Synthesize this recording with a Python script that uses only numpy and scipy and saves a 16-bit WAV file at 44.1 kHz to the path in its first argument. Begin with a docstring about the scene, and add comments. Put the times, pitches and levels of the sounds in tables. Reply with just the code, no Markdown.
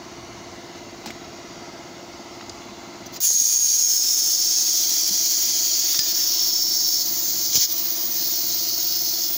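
"""Compressed air blown into a mould

Compressed air is blown through a hand-held pipe into a closed mould in a small workshop.
A piston compressor (harmonic sum) throbs over a drone (shaped noise). Knocks and metal clinks are damped
sines, ticks are noise bursts. Three short leaks come before the valve opens; the jet is band-filtered noise
with shifting resonances. Moving air pushes the microphone, most of all in a late puff."""
import sys
import numpy as np
from scipy import signal
from scipy.fft import rfft, irfft
from scipy.io import wavfile
from scipy.ndimage import uniform_filter1d, minimum_filter1d

SR = 44100
rng = np.random.default_rng(int(sys.argv[2]) if len(sys.argv) > 2 else 0)


def elevation(decibels):
    """Turn decibel levels (scalar or array-like) into linear amplitude ratios."""
    levels = np.asarray(decibels, float)
    return 10 ** (levels / 20)


def dump_mix(stems):
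    """Bounce the given channels to the path in sys.argv[1] as a 16-bit WAV at rate SR."""
    frames = np.atleast_2d(stems).T  # one column per channel
    limited = np.clip(frames, -1, 1)  # hard clip at full scale
    pcm = np.round(limited * 32767).astype(np.int16)
    wavfile.write(sys.argv[1], SR, pcm)


N = 413216


def evened(x):
    """Normalization: scales a signal to an rms of 1."""
    return x / np.sqrt(np.mean(x ** 2) + 1e-20)


def columns(rows):
    """Linear interpolation: joins the rows of a curve, one array of samples for each column after start_s."""
    s, *values = np.transpose(rows)
    return [np.interp(np.arange(N) / SR, s, v) for v in values]


def add(mix, s, sound):
    """Superposition: lays a sound into the mix at s seconds."""
    part = mix[round(s * SR):][:len(sound)]
    part += sound[:len(part)]


def split(x, edges_hz):
    """Complementary filtering: cuts x into soft-edged bands that sum to x."""
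    hz = np.fft.rfftfreq(len(x), 1 / SR)
    below = [0] + [1 / (1 + (hz / edge) ** 12) for edge in edges_hz] + [1]
    spectrum = rfft(x)
    return [irfft(spectrum * (high - low), len(x)) for low, high in zip(below, below[1:])]


def noise(spectrum, patchy_db, ripple_db, flicker_db):
    """Random short-time spectra: brief patches, slow narrow ripple from reflections, flicker shared by all bins."""
    frames, hz = N // 256 + 5, np.fft.rfftfreq(1024, 1 / SR)
    real, imag, patches, ripple = rng.standard_normal((frames, 513, 4)).T
    # axis 0 is frequency, axis 1 is time
    patches = uniform_filter1d(uniform_filter1d(patches, size=10, axis=0), size=14, axis=1)
    ripple = uniform_filter1d(uniform_filter1d(ripple, size=3, axis=0), size=130, axis=1)
    flicker = uniform_filter1d(rng.standard_normal(frames), size=5)
    sway_db = patchy_db * evened(patches) + ripple_db * evened(ripple) + flicker_db * evened(flicker)
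    curve_hz, curve_db = np.transpose(spectrum)
    colour_db = np.interp(np.log(hz + 1), np.log(curve_hz + 1), curve_db)[:, None]
    z = (real + 1j * imag) * elevation(colour_db + sway_db)
    return evened(signal.istft(z, nperseg=1024, noverlap=768)[1][:N])


def narrow_band(hz, width):
    """Frequency shifting: noise smoothed twice by a one-pole filter is moved up to the curve hz."""
    pole = np.exp(-np.pi * width / SR)
    z = rng.standard_normal(N) + 1j * rng.standard_normal(N)
    for _ in range(2):
        z = signal.lfilter([1], [1, -pole], z)
    carrier = np.exp(2j * np.pi * np.cumsum(hz * np.ones(N)) / SR)
    return evened((z * carrier).real)


def throb(orders, levels_db):
    """Harmonic series of the stroke rate: resonances delay partials, so each stroke rises fast and falls slowly."""
    # resonances of casing and pipes: centre_hz, width_hz
    casing = [(212, 48), (283, 33), (342.6, 6), (377, 33), (676.3, 6), (695.4, 6), (831, 33)]
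    strokes_per_s = 17.31
    turns = strokes_per_s * np.arange(N) / SR
    lag_turns = -.026 + .000276 * orders  # higher partials come later in the turn
    delay_rad = sum(np.arctan(2 * (orders * strokes_per_s - hz) / width) for hz, width in casing)
    total = np.zeros(N)
    for order, db, lag, delay in zip(orders, levels_db, lag_turns, delay_rad):
        total += elevation(db) * np.cos(2 * np.pi * order * (turns - lag) - delay)
    return evened(total)


def shop():
    """Superposition of compressor throb and drone, crossfaded in level and colour as the microphone moves."""
    # compressor partials, relative levels: multiple of the stroke rate, first_db, later_db (microphone moved)
    partials = [(7, -66, -68), (8, -67, -70), (9, -67, -73), (10, -65, -80), (11, -57, -69), (12, -64, -70),
                (13, -57, -64), (14, -60, -68), (15, -54, -62), (16, -55, -61), (17, -61, -62),
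                (18, -56, -64), (19, -54, -51), (20, -47, -51), (21, -53, -61), (22, -65, -73),
                (23, -68, -76), (25, -63, -74), (26, -66, -76), (31, -67, -74), (33, -66, -69),
                (34, -61, -69), (36, -66, -71), (37, -63, -66), (38, -54, -61), (39, -55, -54),
                (40, -56, -70), (41, -56, -65), (42, -80, -65), (43, -68, -69), (44, -60, -67),
                (45, -66, -73), (47, -65, -71), (48, -62, -70), (55, -59, -74), (57, -68, -72),
                (59, -64, -68), (61, -65, -77), (64, -65, -80), (75, -65, -76), (78, -68, -77),
                (81, -65, -77)]
    # drone spectrum: centre_hz, relative level_db
    drone_colour = [(20, -31), (60, -3.5), (110, -8.5), (220, -5), (340, -15.5), (480, -14), (700, -15),
                    (900, -14.5), (1400, -18), (1800, -20.5), (3300, -21.5), (6700, -20), (8100, -38.5),
                    (11000, -43.5), (13800, -47), (14600, -32), (15800, -42)]
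    # bands in the drone: centre_hz, width_hz (each smoothing stage), level_db relative to the shaped noise
    drone_bands = [(2058, 205, -13), (2854, 43, -21.5), (4460, 370, -16), (996, 210, -18.5),
                   (1296, 94, -19)]
    # gains of bass, body and upper part in dB, at the first place and after the move
    first_gains_db = [-47, -44, -44]
    later_gains_db = [-45.5, -41, -40.5]
    # the microphone's move: start_s, end_s
    move_s = (3.64, 4.7)
    orders, first_db, later_db = np.transpose(partials)
    moved = np.interp(np.arange(N) / SR, move_s, [0, 1])
    pump = (1 - moved) * elevation(2.0) * throb(orders, first_db) + moved * elevation(2.5) * throb(orders, later_db)
    drone = noise(drone_colour, patchy_db=0.93, ripple_db=2.0, flicker_db=0.25)
    drone += sum(elevation(db) * narrow_band(hz, width) for hz, width, db in drone_bands)
    bands = split(pump + elevation(3.5 - 0.83 * moved) * drone, [260, 480])
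    gains = zip(first_gains_db, later_gains_db, bands)
    return sum(elevation(first + (later - first) * moved) * band for first, later, band in gains)


def ticks():
    """Impact noise: dry broadband bursts in three bands with a common exponential decay."""
    # start_s, middle_db, core_db (hiss band), high_db (treble), t60_s
    bursts = [(1.058, -39, -32.5, -36, .08), (1.071, -40, -40, -55, 0.21), (1.104, -40, -37, -39, 0.041),
              (2.410, -31, -39, -62, 0.021), (2.4945, -48, -23, -54, 0.023), (3.163, -38, -44, -45, .03),
              (3.3052, -16, -5, -10, .008), (3.849, -40, -25, -16, 0.013), (5.943, -22, -11, -28, .05),
              (5.990, -15, 5, -20, 0.026)]
    out, t = np.zeros(N), np.arange(8192) / SR
    for s, middle_db, core_db, high_db, t60 in bursts:
        middle, core, high = map(evened, split(rng.standard_normal(len(t)), [1100, 4000, 7300])[1:])
        high = evened(high + 3 * split(high, [14000])[1])  # the microphone lifts the top band
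        burst = elevation(middle_db) * middle + elevation(core_db) * core + elevation(high_db) * high
        add(out, s, burst * elevation(-60 * t / t60) * np.minimum(t / 0.0018, 1))
    return out


def knocks():
    """Damped oscillator: each thump or short knock, low or high, is one exponentially decaying sine."""
    # start_s, level_db (undamped amplitude), pitch_hz, t60_s
    knock_notes = [(1.060, -26.5, 840, .03), (1.066, -33, 225, 0.23), (1.077, -28, 343, 0.04),
                   (1.105, -23, 2150, 0.01), (1.105, -38, 245, 0.058), (2.409, -30, 1280, 0.018),
                   (3.413, -21, 290, .02), (3.345, -27, 250, 0.018), (5.091, -33, 220, .1),
                   (5.109, -26.5, 200, 0.13), (5.99, -16, 150, 0.018)]
    out, t = np.zeros(N), np.arange(8192) / SR
    for s, level_db, hz, t60 in knock_notes:
        add(out, s, elevation(level_db - 60 * t / t60) * np.sin(2 * np.pi * hz * t))
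    return out


def clinks():
    """Modal ringing: struck metal sounds its damped modes; a held part rings shorter, a smaller one higher."""
    # modes of a freely ringing part: pitch_hz, relative level_db, t60_s
    modes = [(1766, -21, .3), (2751, -24, .1), (3400, -17, .07), (4269, -9, .18), (4942, 0, .3),
             (5400, -9, .15), (6492, -4, .05)]
    # start_s, level_db (added to the modes), share of the free ring time, pitch factor
    strikes = [(2.4946, -29, 0.1, .99), (5.946, -12, .6, 1.075), (5.9915, -6, 0.75, 1.0)]
    out, t = np.zeros(N), np.arange(SR // 3) / SR
    for s, level_db, free, pitch in strikes:
        ring = np.zeros(len(t))
        for hz, db, t60 in modes:
            ring += elevation(db - 60 * t / (t60 * free)) * np.sin(2 * np.pi * hz * pitch * t)
        add(out, s, elevation(level_db) * ring * np.minimum(t / .0012, 1))
    return out


def spurts():
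    """Pressure release: each burst rises, sags while held and ends quickly; returns core and top-band levels."""
    # three leaks before the valve opens, then a late puff:
    # start_s, rise_s, hold_s, peak_db, top_db (top band above the peak)
    bursts = [(3.055, 0.01, 0.0028, -42.5, -2), (3.121, 0.018, 0.02, -41, -2),
              (3.159, 0.0073, .003, -36.5, -8), (7.516, 0.037, .1, -5.5, -2)]
    sag_db_per_s, release_s = 94, .015
    t, total = np.arange(N) / SR, np.zeros((2, N))
    for s, rise, hold, db, top_db in bursts:
        times = [0, rise, rise + hold, rise + hold + release_s]
        pressure = np.interp(t - s, times, [0, 1, elevation(-sag_db_per_s * hold), 0])
        total += pressure * elevation(np.array([[db], [db + top_db]]))
    return total


def whistles():
    """Resonance of pipe and gap: narrow noise bands, some steady and some swelling, drift slowly in pitch."""
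    # steady bands: centre_hz, width_hz (each smoothing stage), level_db relative to the jet
    resting = [(3288, 130, -38), (4577, 650, -20), (5455, 420, -14.5), (5910, 380, -14.5), (6480, 280, -13)]
    # bands that stand out for a while: start_s, end_s, centre_hz, width_hz, level_db relative to the jet
    swells = [(3.123, 4.087, 6550, 222, 0), (3.9, 4.9, 6560, 350, -7), (4.2, 8.103, 4630, 453, -13),
              (3.7, 4.697, 5410, 450, -5.5), (4.4, 6.7, 3288, 199, -24.5), (4.654, 5.6, 5910, 300, -12.5),
              (6.055, 7.105, 5357, 300, -4.5), (8.103, 9.323, 4495, 596, -10), (8.6, 9.3, 5460, 300, -10)]
    fade_s, drift = 0.17, .005  # drift: standard deviation, as a share of the pitch, of the points 0.5 s apart
    t = np.arange(N) / SR

    def drifting(hz):
        """Slow frequency modulation along a random curve."""
        return hz * (1 + drift * np.interp(t, np.arange(0, 10, .5), rng.standard_normal(20)))

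    out = sum(elevation(db) * narrow_band(drifting(hz), width) for hz, width, db in resting)
    for start, end, hz, width, db in swells:
        fade = np.clip(np.minimum(t - start, end - t) / fade_s, 0, 1)
        out += elevation(db) * fade * narrow_band(drifting(hz), width)
    return out


def jet():
    """Turbulence noise: hiss in five bands plus whistles, modulated by uneven flow; spurts add power to the hiss."""
    # the flow from the opening of the valve on: start_s, level_db
    flow = [(3.2035, -20), (3.218, -19), (3.228, -12), (3.28, -9), (3.8, -10.5), (4.05, -11.5),
            (4.4, -11.5), (5.45, -12), (5.72, -11), (6.04, -13), (6.2, -12.5), (7.02, -12.5), (7.12, -19.5),
            (7.41, -16), (7.62, -15), (7.68, -19.5), (7.74, -21), (7.85, -23), (7.95, -20), (8.1, -26),
            (8.17, -19), (9.27, -18.5), (9.31, -26.5)]
    # hiss spectrum: centre_hz, relative level_db
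    hiss_colour = [(800, -36.5), (1500, -30), (2800, -24), (3800, -12.5), (4600, -1), (5400, 4),
                   (6700, 4.5), (7400, -9), (8200, -21.5), (10500, -19.5), (12000, -21.5), (13800, -17),
                   (14500, -8), (15200, -0.5), (15800, -14)]
    # bands beside the core: start_s, flank_db (lower flank), treble_db (middle treble), top_db
    side_bands = [(3.2035, -38, -33, -16), (3.235, -22.5, -9, -17), (3.3, -29.5, -16, -27),
                  (4.4, -32, -22.5, -21.5), (6.0, -30, -28.5, -18.5), (6.9, -36, -31.5, -16.5),
                  (7.8, -35, -35, -18), (9.37, -36.5, -33.5, -16.5)]
    # band just under the core: start_s, level_db relative to the jet
    shoulder_curve = [(3.2, -17), (3.9, -19), (4.6, -13.5), (6.0, -15), (7.0, -13), (9.37, -8)]
    # spurt levels relative to the spurt's core: flank_db, shoulder_db, treble_db
    spurt_bands_db = [-10.5, -7, -13]
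    flowing = np.arange(N) / SR > flow[0][0]
    level = flowing * elevation(columns(flow)[0])
    flank, treble, top = (flowing * elevation(db) for db in columns(side_bands))
    steady = [flank, level * elevation(columns(shoulder_curve)[0]), level * elevation(-6.5), treble, top]
    burst, burst_top = spurts()
    burst_flank, burst_shoulder, burst_treble = (burst * elevation(db) for db in spurt_bands_db)
    bursts = [burst_flank, burst_shoulder, burst, burst_treble, burst_top]
    hiss = noise(hiss_colour, patchy_db=1.47, ripple_db=2.0, flicker_db=0.94)
    bands = map(evened, split(hiss, [3786, 5010, 7790, 13600]))
    broad = sum(np.hypot(a, b) * band for a, b, band in zip(steady, bursts, bands))
    flutter = evened(uniform_filter1d(rng.standard_normal(N), size=150))  # eddies of a few ms
    sputter = evened(uniform_filter1d(rng.standard_normal(N), size=1200))  # the flow is uneven over some 30 ms
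    return elevation(0.23 * flutter + 0.64 * sputter) * (broad + level * whistles())


def buffets():
    """Heavily damped pressure pulse: moving air gives the microphone a sharp push and a slower swing back."""
    # start_s, level_db, pitch_hz, sign of the push
    pushes = [(3.306, -11.5, 450, 1), (7.544, -11, 300, -1), (7.552, -5, 300, 1), (7.555, -10, 109, -1),
              (7.568, -11, 160, -1), (7.578, -7.5, 109, -1)]
    out, t = np.zeros(N), np.arange(2000) / SR
    for s, level_db, hz, sign in pushes:
        push = np.cos(2 * np.pi * hz * t) * np.exp(-2.5 * hz * t) * np.minimum(t / 0.0003, 1)
        add(out, s, sign * elevation(level_db) * push)
    return out


def squeezed(x):
    """Dynamic compression: gain looks ahead, sinks above a knee, holds briefly and recovers at a steady rate."""
    knee_db, squeeze, recovery_db_per_s = -25, .58, 300  # squeeze: dB of gain lost per dB above the knee
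    ahead_s, hold_s = 0.011, 0.029
    power_db = 10 * np.log10(abs(uniform_filter1d((x ** 2).mean(0), size=700)) + 1e-12)
    ahead, span = round(ahead_s * SR), round((ahead_s + hold_s) * SR)
    # running maximum, shifted to reach from the hold time back to the look-ahead
    padded_db = np.pad(power_db, span, "edge")
    held_db = -minimum_filter1d(-padded_db, size=span)[span + ahead - span // 2:][:N]
    fall_db = np.arange(N) * recovery_db_per_s / SR
    recovering_db = np.maximum.accumulate(held_db + fall_db) - fall_db
    over_db = np.maximum(recovering_db - knee_db, 0)
    return x * elevation(-squeeze * uniform_filter1d(over_db, size=300))


def scene():
    """Superposition: all sources reach one microphone, copied to both channels."""
    mono = shop() + ticks() + knocks() + clinks() + jet() + buffets()
    return np.array([mono, mono])


def band_limit(x):
    """A steep low-pass at the top of the band."""
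    return signal.sosfilt(signal.butter(12, 17100, fs=SR, output="sos"), x)


def record(dry):
    """Band limiting and gain control: the microphone drops deep bass, the recorder tames loud sound and cuts the top."""
    bass_cut = signal.butter(2, 55, "high", fs=SR, output="sos")
    controlled = squeezed(signal.sosfilt(bass_cut, dry))
    top_cut = signal.firwin(1023, 15820, window=("kaiser", 9), fs=SR)  # low-pass edge in Hz
    finished = signal.oaconvolve(controlled, top_cut[None], "same")
    return band_limit(finished)


dry = scene()
out = record(dry)
dump_mix(out)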